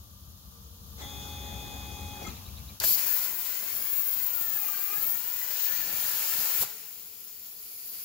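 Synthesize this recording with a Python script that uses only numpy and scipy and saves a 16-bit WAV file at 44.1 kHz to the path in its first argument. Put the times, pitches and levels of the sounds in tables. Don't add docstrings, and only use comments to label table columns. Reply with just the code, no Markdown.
import sys
import numpy as np
from scipy import signal
from scipy.fft import rfft, irfft, next_fast_len
from scipy.io import wavfile
from scipy.ndimage import uniform_filter1d, map_coordinates

SR = 44100
rng = np.random.default_rng(int(sys.argv[2]) if len(sys.argv) > 2 else 0)


def file_out(sig):
    cols = np.atleast_2d(sig).T
    lim = np.clip(cols, -1, 1)
    pcm = np.round(lim * 32767).astype(np.int16)
    wavfile.write(sys.argv[1], SR, pcm)


def how_loud(loudness_db):
    steps = np.asarray(loudness_db, float) / 20
    return 10 ** steps


N = 354563

START_S, STOP_S, SPIN_UP_S, SPIN_DOWN_S = 0.98, 2.245, 0.045, 0.07
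STRIKE_S, PIERCE_S, CUT_OFF_S = 2.8, 2.953, 6.63

# f/Hz, likeness/-1..1
SHOP_ALIKE = [(60, 0.87), (130, 1), (290, 0.6), (640, 0.31), (1410, -0.17), (3100, -0.1), (6820, -0.47),
              (15000, 0.086)]
# f/Hz, left minus right/dB
SHOP_LEAN = [(60, 5), (270, 3), (600, 4), (2000, 4), (5800, -2.5), (6700, 40), (8500, 11), (10000, -4),
             (12000, -2.5), (14000, 9), (15000, 5)]
# f/Hz, likeness/-1..1
JET_ALIKE = [(200, 0.25), (400, 0.89), (1000, 0.48), (2400, 0.32), (4400, 0.21), (8000, 0.34),
             (11000, 0.48), (15000, 0.48)]
# f/Hz, lead/rad
JET_LEAD = [(0, -4), (1810, 1), (2330, -0.5), (2760, 2.5), (3100, -0.1), (3790, -0.3), (4310, 0.25),
            (6200, 2.5), (6980, 8), (7920, 7.5), (11100, 9.5), (13600, 14.5), (15200, -8), (16500, 17)]
# t/s, mode spacing/Hz, echo strength/0-1
BORE = [(2.8, 500, .3), (3.15, 494, .42), (3.55, 498, .42), (3.72, 540, .3), (3.92, 562, .5),
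        (4.15, 526, .5), (4.35, 478, .6), (4.62, 412, .8), (4.78, 389, .88), (4.95, 412, .86),
        (5.1, 455, .62), (5.25, 480, .62), (5.45, 494, .55), (5.7, 484, .5), (5.88, 468, .45),
        (6.1, 464, .3), (6.35, 452, .25), (6.7, 480, .2)]
# t/s, level/dB, length/s
FLARES = [
    (3.125, 5.5, 0.082),
    (3.37, 5.5, 0.051),
    (5.06, 5, 0.1),
    (5.46, -0.5, 0.026),
    (5.65, 3, 0.025),
    (6.03, 1.5, 0.04),
    (6.42, 4.5, 0.082),
    (6.55, 1, .03),
]


def unit(x):
    return x / np.sqrt(np.mean(x ** 2) + 1e-20)


def along(points, hz):
    f, v = np.transpose(points)
    return np.interp(np.log(hz + 1), np.log(f + 1), v)


def curves(rows):
    s, *cols = np.transpose(rows)
    return [np.interp(np.arange(N) / SR, s, c) for c in cols]


def gate(rows, rise_s, fall_s):
    t = np.arange(N) / SR
    rise = np.clip((t - rows[0][0]) / rise_s, 0, 1)
    return rise * np.clip((rows[-1][0] - t) / fall_s + 1, 0, 1)


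def span(start, end, rise_s, fall_s):
    return gate([[start], [end]], rise_s, fall_s)


def bumps(rows):
    t = np.arange(N) / SR
    return sum(height * np.exp(-((t - s) / length) ** 2) for s, height, length in rows)


def wobble(rate):
    return map_coordinates(rng.standard_normal(int(N * rate / SR) + 4), [np.arange(N) * rate / SR])


def filtered(x, response):
    m = next_fast_len(N + 8192)
    return irfft(rfft(x, m) * response(np.fft.rfftfreq(m, 1 / SR)), m)[..., :N]


def resonances(peaks):
    def response(f):
        return sum((-1) ** k * how_loud(db) * 1j * f * w / (c * c - f * f + 1j * f * w)
                   for k, (c, w, db) in enumerate(peaks))
    return response


def patchy(depth_db, shape=lambda hz, t: 1):
    hz, t, z = signal.stft(rng.standard_normal((2, N)), SR, nperseg=1024)
    field = uniform_filter1d(rng.standard_normal(z.shape[1:]), 10, 0)
    field = uniform_filter1d(field, 5, 1)
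    z = z * how_loud(depth_db * unit(field)) * shape(hz[:, None], t)
    return signal.istft(z, SR, nperseg=1024)[1][:, :N]


def spread(pair, gain, alike, lean, lead=((1, 0),)):
    def mix(hz):
        turn = np.arccos(np.clip(along(alike, hz), -1, 1)) / 2
        phase = np.exp(.5j * np.outer([1, -1], along(lead, hz)))
        share = phase / np.sqrt(1 + how_loud(np.outer([-1, 1], along(lean, hz))) ** 2)
        both = np.array([[np.cos(turn), np.sin(turn)], [np.cos(turn), -np.sin(turn)]])
        return gain(hz) * share[:, None] * both
    m = next_fast_len(N + 8192)
    out = irfft((mix(np.fft.rfftfreq(m, 1 / SR)) * rfft(pair, m)).sum(1), m)[:, :N]
    return out / np.sqrt(np.mean(out.mean(0) ** 2))


def tone(hz, shake_db, lean_db):
    phase = 2 * np.pi * (np.cumsum(hz * np.ones(N)) / SR + rng.random()) + rng.normal(0, .3, (2, 1))
    knots = np.linspace(0, N, num=50)
    drift = np.array([np.interp(np.arange(N), knots, rng.standard_normal(50)) for _ in range(2)])
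    return np.sqrt(2) * np.sin(phase) * how_loud(shake_db * drift + [[lean_db / 2], [-lean_db / 2]])


def narrow(hz, width_hz):
    pole = np.exp(-np.pi * width_hz / SR)
    slow = signal.lfilter([1], [1, -pole], rng.standard_normal((2, N)))
    phase = 2 * np.pi * np.cumsum(hz * np.ones(N)) / SR
    return unit(slow[0] * np.cos(phase) + slow[1] * np.sin(phase))


def shop():
    # f/Hz, level/dB per Hz
    rumble_colour = [(15, -71), (25, -25), (63, 2.5), (81, 2.5), (92, -1.5), (155, -10.5), (178, -15),
                     (195, -9.5), (232, -15.5), (260, -25), (344, -50), (377, -22), (400, -38), (520, -69),
                     (880, -120)]
    # f/Hz, level/dB per Hz
    thin_colour = [(15, -66), (25, -27), (70, -9), (87, -7.5), (102, -14), (147, -28), (168, -9),
                   (230, -10.5), (252, -19), (345, -11.5), (377, -22), (438, -3), (557, -27), (677, -11.5),
                   (900, -32), (1170, -50), (1980, -120)]
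    # f/Hz, level/dB per Hz
    air_colour = [(180, -24), (300, -9), (378, -15.5), (418, -21), (469, -11), (493, -12), (759, -15.5),
                  (1170, -11), (1360, -15.5), (2160, -28.5), (3260, -12), (6990, -12.5), (7980, -22),
                  (9200, -19.5), (10000, -13.5), (12000, -11), (12700, -13.5), (13500, -8), (14500, -10),
                  (15800, -10.5)]
    # f/Hz, width/Hz, level/dB
    fan_bands = [(191, 17, -0.5), (1188, 35, -6.5), (75.4, 14.6, 4)]
    # f/Hz, level/dB
    hum_tones = [(186, -90), (226, -85.5)]
    # t/s, level/dB
    quiet_gain = [
        (0, -5.5),
        (.1, -6.5),
        (.8, -5),
        (1.03, -0.5),
        (1.26, 1),
        (2.0, -0.5),
        (2.26, 0),
        (2.74, -1.5),
        (2.762, -3),
        (2.79, -4),
    ]
    t = np.arange(N) / SR
    quiet_db, = curves(quiet_gain)
    ducked_db = -2.5 - 110 * (t - STRIKE_S)
    back_db = np.maximum(ducked_db, -18.5 + 2.5 * (t[-1] - t))

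    def noise(gain, depth_db):
        return spread(patchy(depth_db), gain, SHOP_ALIKE, SHOP_LEAN)

    rumble = noise(lambda hz: how_loud(along(rumble_colour, hz)) + how_loud(-11.5) * resonances(fan_bands)(hz), 0.5)
    air = noise(lambda hz: how_loud(along(air_colour, hz)), 0.2)
    after_cut_db, surge_db, settle_s = -68, 5, .1
    thin = noise(lambda hz: how_loud(along(thin_colour, hz)), 1)
    thin += sum(how_loud(db - after_cut_db) * narrow(hz, width_hz=7) for hz, db in hum_tones)
    lull_db = bumps([(2.785, -12, .02)])
    rumble_db = -44 + np.where(t < STRIKE_S, quiet_db, ducked_db) + lull_db - wobble(12.83)
    air_db = -49 + np.where(t < STRIKE_S, quiet_db, back_db)
    thin_db = after_cut_db + surge_db * np.exp(-np.abs(t - CUT_OFF_S) / settle_s)
    after = span(CUT_OFF_S + 0.033, 9, 0.044, 1) * how_loud(thin_db) * thin
    return how_loud(rumble_db) * rumble + how_loud(air_db) * air + after


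def axis_motor():
    # start/s, end/s, first f/Hz, sag/Hz per s, level/dB
    lifts = [
        (0.499, 2.33, 466.5, 9, -70.5),
        (6.8, 9.8, 459, 8, -86),
    ]
    t = np.arange(N) / SR
    out = 0
    for s, end, hz, sag, db in lifts:
        pitch = hz - sag * (t - s) + 3 * wobble(25)
        out = out + span(s, end, .05, .08) * how_loud(db) * tone(pitch, shake_db=2.0, lean_db=5)
    return out


def rolling():
    # f/Hz, level/dB per Hz
    roll_colour = [(120, -18), (200, 1), (621, -10.5), (832, -1), (911, -8.5), (1580, -11.5), (2310, -15),
                   (2440, -9.5), (2730, -17), (3460, -10), (5360, -15.5), (6800, -11), (8310, -25),
                   (10300, -24), (11500, -15), (12800, -32), (14400, -14), (15100, -22), (15800, -12.5)]
    t = np.arange(N) / SR
    step_hz, jerk_db, jerk_s = 833.3, 4.5, 0.038
    beat = 1 + .45 * np.sin(2 * np.pi * step_hz / 4 * t)
    roll = beat * spread(patchy(2.45), lambda hz: how_loud(along(roll_colour, hz)), SHOP_ALIKE, SHOP_LEAN)
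    roll_db = -49.5 + bumps([(START_S + jerk_s, jerk_db, jerk_s), (STOP_S, jerk_db, jerk_s)])
    coast_db = -60.0 - 10 * (t - 2.5) + 10.0 * np.exp(-np.abs(t - STOP_S) / 0.071)
    shiver = roll + how_loud(-5.5) * narrow(2700, width_hz=330)
    coast = span(2.27, 2.77, 0.0078, 0.029) * how_loud(coast_db) * shiver
    return span(START_S - .02, STOP_S + 0.025, 0.053, 0.12) * how_loud(roll_db) * roll + coast


def step_tones():
    # f/Hz, level at start/dB, midway/dB, at end/dB
    strong_tones = [(833.3, -54, -53, -51), (2499.8, -62, -54.5, -55), (3333.3, -51, -55.5, -56),
                    (3541.7, -51, -51.5, -63), (6562.5, -59, -59.5, -67)]
    # f/Hz, level/dB
    weak_tones = [(3752, -66), (6250, -69), (6352, -70), (6665, -68), (7187, -71), (9792, -74),
                  (11041, -70), (11876, -72), (12710, -75), (13227, -74), (13437, -73), (14373, -66),
                  (14896, -69),
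                  (280, -61), (556, -66), (754, -65), (2083, -71), (3230, -69), (3440, -68), (416, -68),
                 (375, -68)]
    t = np.arange(N) / SR
    place = np.linspace(START_S + SPIN_UP_S, STOP_S, num=3)
    out = 0
    for hz, *db in strong_tones:
        enters = span(START_S + .09 * (hz == 2499.8), 9, .04, 1)
        out = out + enters * how_loud(np.interp(t, place, db)) * tone(hz, shake_db=.5, lean_db=4)
    for hz, db in weak_tones:
        out = out + how_loud(db + 1.5) * tone(hz, shake_db=1, lean_db=3)
    return span(START_S, STOP_S, SPIN_UP_S, SPIN_DOWN_S) ** 2 * out


def clanks():
    # t/s, level/dB, length/s
    jolts = [
        (1.0, -61, .02),
        (1.03, -62, .025),
        (2.25, -55, .008),
        (2.272, -52, .011),
        (2.297, -57, .01),
        (2.33, -63, .03),
    ]
    # f/Hz, width/Hz, level/dB
    frame = [(1290, 90, 0), (2100, 80, -1), (2500, 80, -5), (3400, 120, -5), (5750, 150, -5),
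             (6100, 120, -4), (7270, 100, -4)]
    jerks = bumps([(s, how_loud(db), length) for s, db, length in jolts])
    return jerks * spread(patchy(3), lambda hz: resonances(frame)(hz) ** 2, JET_ALIKE, SHOP_LEAN)


def chirps():
    # t/s, f/Hz, level/dB, length/s
    chirp_bursts = [(1.037, 2010, -56, 0.028), (2.236, 5750, -55, .012), (2.255, 2120, -46.5, 0.0087),
                    (2.271, 1290, -41, 0.0078), (2.272, 7300, -47, 0.005), (2.274, 6110, -48, 0.0062),
                    (2.284, 2110, -50, .011), (2.286, 7270, -56, .008), (2.29, 2500, -52, .012),
                    (2.297, 1290, -51, 0.0034), (2.296, 6110, -61, .007), (2.297, 4120, -57, .009),
                    (2.271, 3333, -52.5, 0.028)]
    return sum(bumps([(s, how_loud(db), length)]) * tone(hz, shake_db=-1.5, lean_db=7)
               for s, hz, db, length in chirp_bursts)


def tick():
    start_s, peak_db, t60_s, low_hz = 2.0094, -30.5, .0022, 5500
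    t, out = np.arange(400) / SR, np.zeros(N)
    burst = rng.standard_normal(len(t)) * how_loud(-60 * np.abs(t - .0006) / t60_s)
    click = signal.lfilter(*signal.butter(4, low_hz, "high", fs=SR), burst)
    out[round(start_s * SR):][:len(t)] = how_loud(peak_db) * click / np.abs(click).max()
    return out * how_loud([[1.5], [-1.5]])


def squeaks():
    # f/Hz, width/Hz, level/dB, delay/s
    slack_parts = [(2400, 80, -60, .014), (3900, 80, -52, 0)]
    t = np.arange(N) / SR
    first_s, period_s = 2.364, .108
    out = 0
    for way, (hz, width, db, delay) in zip((-1, 1), slack_parts):
        age = t - first_s - delay
        swing = sum(np.exp(-((age - k * period_s) / .013) ** 2) for k in range(4))
        glide = 0.05 * np.sin(2 * np.pi * age / period_s)
        out = out + how_loud(db) * swing * narrow(hz * (1 + way * glide), width)
    return out * how_loud([[1.5], [-1.5]])


def jet_noise(pair, gain):
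    # f/Hz, left minus right/dB
    jet_lean = [(300, 1), (700, 2), (1300, 3), (2400, 5.5), (4400, -1), (6100, 0), (6600, 12), (8900, 12),
                (9800, 2), (11200, -4), (12500, 1), (13500, 7), (14500, 17), (15200, 24), (15800, 27)]
    return spread(pair, gain, JET_ALIKE, jet_lean, JET_LEAD)


def pilot():
    # t/s, level/dB
    pilot_level = [
        (2.8, -32.5),
        (2.806, -38),
        (2.814, -42),
        (2.824, -47),
        (2.834, -46),
        (2.845, -41),
        (2.93, -42),
        (2.95, -39),
        (2.96, -48),
    ]
    # f/Hz, width/Hz, level/dB
    nozzle = [(4500, 800, 0), (6800, 1100, -4)]
    hiss = jet_noise(patchy(1.8), resonances(nozzle))
    return gate(pilot_level, .001, .004) * how_loud(curves(pilot_level)[0] + 1) * hiss


def ladder(hz, t):
    s, spacing, echo = np.transpose(BORE)
    back = np.interp(t, s, echo) / (1 + (hz / 3000) ** 2) / (1 + (550 / (hz + 1)) ** 4)
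    round_trip = np.cos(2 * np.pi * hz / np.interp(t, s, spacing))
    return np.sqrt((1 - back ** 2) / (1 + back ** 2 - 2 * back * round_trip))


def shaded_ladder(hz, t):
    clears_s, edge_hz, climb_hz_per_s, shade_db, soft_hz = 7, 4300, 10998, -1.5, 500
    edge = edge_hz + climb_hz_per_s * np.maximum(t - clears_s, 0)
    shadow = np.clip((t - PIERCE_S) / .5, 0, 1) * (1 + np.tanh((hz - edge) / soft_hz)) / 2
    return ladder(hz, t) * how_loud(shade_db * shadow)


def hidden(hz, t):
    start, end, centre_hz, width_hz, dent_db = 3.25, 5.85, 10900, 900, -3.5
    behind = np.interp(t, [start, start + .15, end - .1, end + .1], [0, 1, 1, 0])
    return how_loud(dent_db * behind * np.exp(-((hz - centre_hz) / width_hz) ** 2))


def ringing():
    # multiple of the spacing, level under the bore noise/dB
    pipe_modes = [(2, -8), (3, -4.5), (4, -4), (5, -17), (6, -9), (7, -11), (8, -17), (9, -20)]
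    spacing, echo = curves(BORE)
    modes = sum(how_loud(db - 2 + 4.5 * wobble(28)) * narrow(k * spacing, width_hz=14 + 5 * k)
                for k, db in pipe_modes)
    modes += span(4.75, 5.6, .05, .2) * how_loud(-13) * narrow(spacing, width_hz=25)
    return (echo / .8) ** 2 * modes * how_loud([[1.2], [-1.2]])


def levels():
    # t/s, power level/dB, level of the highest noise beamed at the near port/dB
    arc = [(2.8, -49, -58), (2.84, -40, -31), (2.955, -44, -27.5), (2.99, -40, -26), (3.05, -43, -32),
           (3.27, -43.5, -29.5), (3.37, -49, -38), (3.46, -45, -30.5), (3.6, -46.5, -33.5),
           (4.02, -48, -26), (4.61, -47.5, -27.5), (4.96, -47.5, -31), (5.31, -47.5, -32),
           (5.73, -44.5, -26.5), (5.88, -43.5, -31.5), (6.07, -40.5, -32), (6.5, -40, -34.5),
           (6.62, -42, -25)]
    # t/s, flow level/dB
    flow = [
        (6.66, 11),
        (6.74, 7),
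        (6.84, 3.5),
        (7.06, 0.5),
        (7.6, -0.5),
        (7.85, 1.5),
        (8.04, 3.5),
    ]
    t = np.arange(N) / SR

    def column(v):
        return np.array(v)[:, None]

    power_db, beam_db = curves(arc)
    flare_db = bumps(FLARES)
    first_crackle, spray_turns, tube_shades = (2.816, 10, 0.008), (5.63, 3.5, .14), (5.72, -5.5, 0.18)
    hot = np.array([
        -49.5 + 0.78 * (power_db - power_db.mean()) + bumps([first_crackle]),
        power_db + bumps([spray_turns]),
        power_db + 4 + bumps([tube_shades]),
        beam_db + flare_db,
        19 + 0.5 * (beam_db - beam_db[-1]) + 0.49 * flare_db])
    valve_pop = np.exp(-np.abs(t - STRIKE_S) / .0035)
    blowback = span(2.83, PIERCE_S, 0.012, 0.0093)
    last_burst = np.clip((t - CUT_OFF_S) / 0.026 + 1.75, 0, 1)
    hot += column((-18, 12, 22, 21, -4)) * valve_pop
    hot += column((-4.5, 2.5, 6, 4, -11)) * blowback
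    hot += column((2, 3, 7.5, -5, -15)) * last_burst
    cold = column((-66, -57, -53.5, -46)) + column((1.5, 0.9, 0.86, 0.26)) * curves(flow)[0]
    cold = np.vstack([cold, np.interp(t, (6.9, 7.6), (12, 3))])
    return hot + (cold - hot) * np.clip((t - CUT_OFF_S) / 0.024, 0, 1)


def cooling_nozzle(sizzle_db):
    # f/Hz, width/Hz, level/dB
    cold_nozzle = [(4730, 400, -9.5), (11200, 830, -1), (14600, 960, -2.5)]
    facing_db = curves([(7.2, 0), (7.9, 11.5)])[0]
    hiss = jet_noise(patchy(1.2), resonances(cold_nozzle))
    return span(6.7, 8.1, 0.21, .1) * how_loud(sizzle_db - 4.5 + facing_db) * hiss


def jet():
    # f/Hz, level/dB per Hz
    jet_colour = [(150, -36), (250, -26), (423, -8.5), (643, -6), (949, -2), (1090, -6), (1230, 0.5),
                  (1700, -2), (1860, -2), (2370, -2), (3610, -5), (4320, 0), (6000, 0), (6970, 2),
                  (9000, -21), (11700, -24), (19800, -120)]
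    # f/Hz, level/dB per Hz
    top_colour = [(6500, -37), (7200, -16.5), (8050, -26), (8800, -24.5), (9700, -22), (11000, -13.5),
                  (11800, -10.5), (13000, -9), (14200, -3), (15100, 4.5), (15700, 2), (16000, -2)]
    bore_db, body_db, sizzle_db, top_db, pan_db = levels()

    def above(hz, edge):
        return 1 / np.sqrt(1 + (edge / (hz + 1)) ** 16)

    def below(hz, edge):
        return np.sqrt(1 - above(hz, edge) ** 2)

    low, high = patchy(1.2, shaded_ladder), patchy(1.5, hidden)
    bore = jet_noise(low, lambda hz: how_loud(along(jet_colour, hz)) * below(hz, 2400))
    body = jet_noise(low, lambda hz: how_loud(along(jet_colour, hz)) * above(hz, 2530))
    sizzle = jet_noise(high, lambda hz: how_loud(along(top_colour, hz)) * below(hz, 11600))
    top = jet_noise(high, lambda hz: how_loud(along(top_colour, hz)) * above(hz, 15900))
    reach_db = -17 + 1.5 * bumps(FLARES)
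    top += how_loud(reach_db) * jet_noise(high, lambda hz: above(hz, 12260) * below(hz, 16300))
    top[1] *= how_loud(10.5 - pan_db)
    hiss = how_loud(bore_db) * (0.72 * bore + ringing()) + how_loud(body_db) * body
    hiss += how_loud(sizzle_db) * sizzle + how_loud(top_db + 0.61 * wobble(220)) * top
    hiss += cooling_nozzle(sizzle_db)
    flutter_db = 0.099 * wobble(22) + 0.46 * wobble(70) + 0.25 * wobble(350)
    return span(STRIKE_S, 9, 0.001, 1) * how_loud(flutter_db) * hiss


def overload():
    # f/Hz, level/dB per Hz
    mud_colour = [(20, -42), (60, -1.5), (150, -2.5), (400, -6.5), (1200, -6), (4000, -53)]
    # t/s, level/dB, length/s
    puffs = [
        (2.85, 11, 0.3),
        (3.35, 7, 0.095),
        (3.65, 6.5, 0.053),
        (3.78, 8, 0.061),
        (4.4, 5.5, 0.45),
        (5.08, 7, 0.14),
        (5.94, 11.5, 0.18),
        (6.4, 9, 0.057),
        (6.63, 7, 0.14),
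    ]
    high = filtered(rng.standard_normal((2, N)), lambda hz: np.abs(hz - 19000) < 900)
    squared = high ** 2
    mud = unit(filtered(squared - squared.mean(), lambda hz: how_loud(along(mud_colour, hz))))
    level_db = -63.5 + bumps(puffs) + 0.5 * wobble(12)
    near_far = how_loud([[6], [-14]])
    return span(STRIKE_S, CUT_OFF_S + 0.022, 0.0055, 0.06) * how_loud(level_db) * mud * near_far


def strikes():
    # t/s, peak level/dB, t60/s, dullness f/Hz
    cracks = [
        (2.8195, -31, .01, 3500),
        (6.609, -33, .02, 14000),
        (6.62, -35.5, .05, 700),
        (6.633, -29, 0.018, 1100),
    ]
    # t/s, peak level/dB, t60/s, dullness f/Hz
    thuds = [
        (5.442, -54, 0.06, 120),
        (5.92, -51, 0.15, 200),
        (5.979, -50, 0.13, 120),
        (6.606, -39.5, 0.16, 129),
    ]
    t, out = np.arange(SR // 10) / SR, np.zeros((2, N + SR))
    for s, db, t60, dull_hz in cracks + thuds:
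        noise = rng.standard_normal((2, len(t)))
        burst = (noise[0] + .3 * noise) * how_loud(-60 * t / t60)
        crack = signal.lfilter(*signal.butter(2, dull_hz, fs=SR), burst)
        out[:, round(s * SR):][:, :len(t)] += how_loud(db) * crack / np.abs(crack).max()
    return out[:, :N] * how_loud([[1.5], [-1.5]])


def wall():
    # t/s, peak level/dB
    snaps = [
        (2.8195, -23),
        (2.8392, -17),
        (2.841, -27),
        (2.8483, -27),
        (2.8545, -29),
    ]
    # f/Hz, width/Hz, level/dB
    tube_modes = [(650, 110, 0), (1710, 170, -1), (3480, 400, -9), (4700, 600, -8), (7200, 900, -7)]
    # t/s, level/dB
    stir_level = [
        (2.97, -42.5),
        (3.02, -54),
        (3.12, -50),
        (3.17, -64),
        (3.9, -71),
        (4.2, -78),
        (5.4, -61.5),
        (5.7, -54),
        (6.1, -56),
        (6.6, -55),
    ]
    blows = np.zeros(N)
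    for s, db in snaps:
        blows[round(s * SR)] = -how_loud(db)
    ring = filtered(blows, resonances(tube_modes))
    ring = ring * np.abs(blows).max() / np.abs(ring).max()
    stir_db = curves(stir_level)[0] + 2.1 * wobble(22)
    stir = gate(stir_level, .02, .02) * how_loud(stir_db) * narrow(1722, width_hz=56)
    return (ring + stir) * how_loud([[1.5], [-1.5]])


def splash():
    # t/s, level/dB
    splash_level = [
        (2.83, -44),
        (2.845, -33),
        (2.88, -28),
        (2.95, -30),
    ]
    # f/Hz, width/Hz, level/dB
    splash_band = [(12700, 2600, 0)]
    lean = [(11000, -2), (14000, 15)]
    hiss = spread(patchy(1.5), lambda hz: resonances(splash_band)(hz) ** 2, JET_ALIKE, lean, JET_LEAD)
    return gate(splash_level, .005, .006) * how_loud(curves(splash_level)[0]) * hiss


def whistle():
    # t/s, level/dB
    whistle_level = [(3.29, -53), (3.42, -53), (3.52, -57), (3.64, -50), (4.05, -50.5), (4.28, -52),
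                     (4.42, -57), (4.7, -55), (4.85, -51), (5.2, -52), (5.35, -55), (5.5, -52), (5.7, -58),
                     (6.05, -53), (6.5, -57)]
    start, end, final_hz, climb_hz, heat_s = 3.29, 6.5, 12500, 1900, 2.07
    age = np.arange(N) / SR - start
    hz = final_hz - climb_hz * np.exp(-np.abs(age) / heat_s)
    db = curves(whistle_level)[0] - 1.5 + 3 * wobble(25)
    return span(start, end, .03, .05) * how_loud(db) * tone(hz + 30 * wobble(70), shake_db=1.5, lean_db=-3)


def scene():
    carriage = rolling() + step_tones() + clanks() + chirps() + squeaks()
    torch = pilot() + jet() + overload() + strikes() + wall() + splash() + whistle()
    return shop() + axis_motor() + carriage + tick() + torch


def low_pass(x):
    return signal.sosfilt(signal.butter(12, 16860, fs=SR, output="sos"), x)


def record(dry):
    mix = filtered(dry, lambda hz: hz < 15770)
    return low_pass(mix)


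dry = scene()
out = record(dry)
file_out(out)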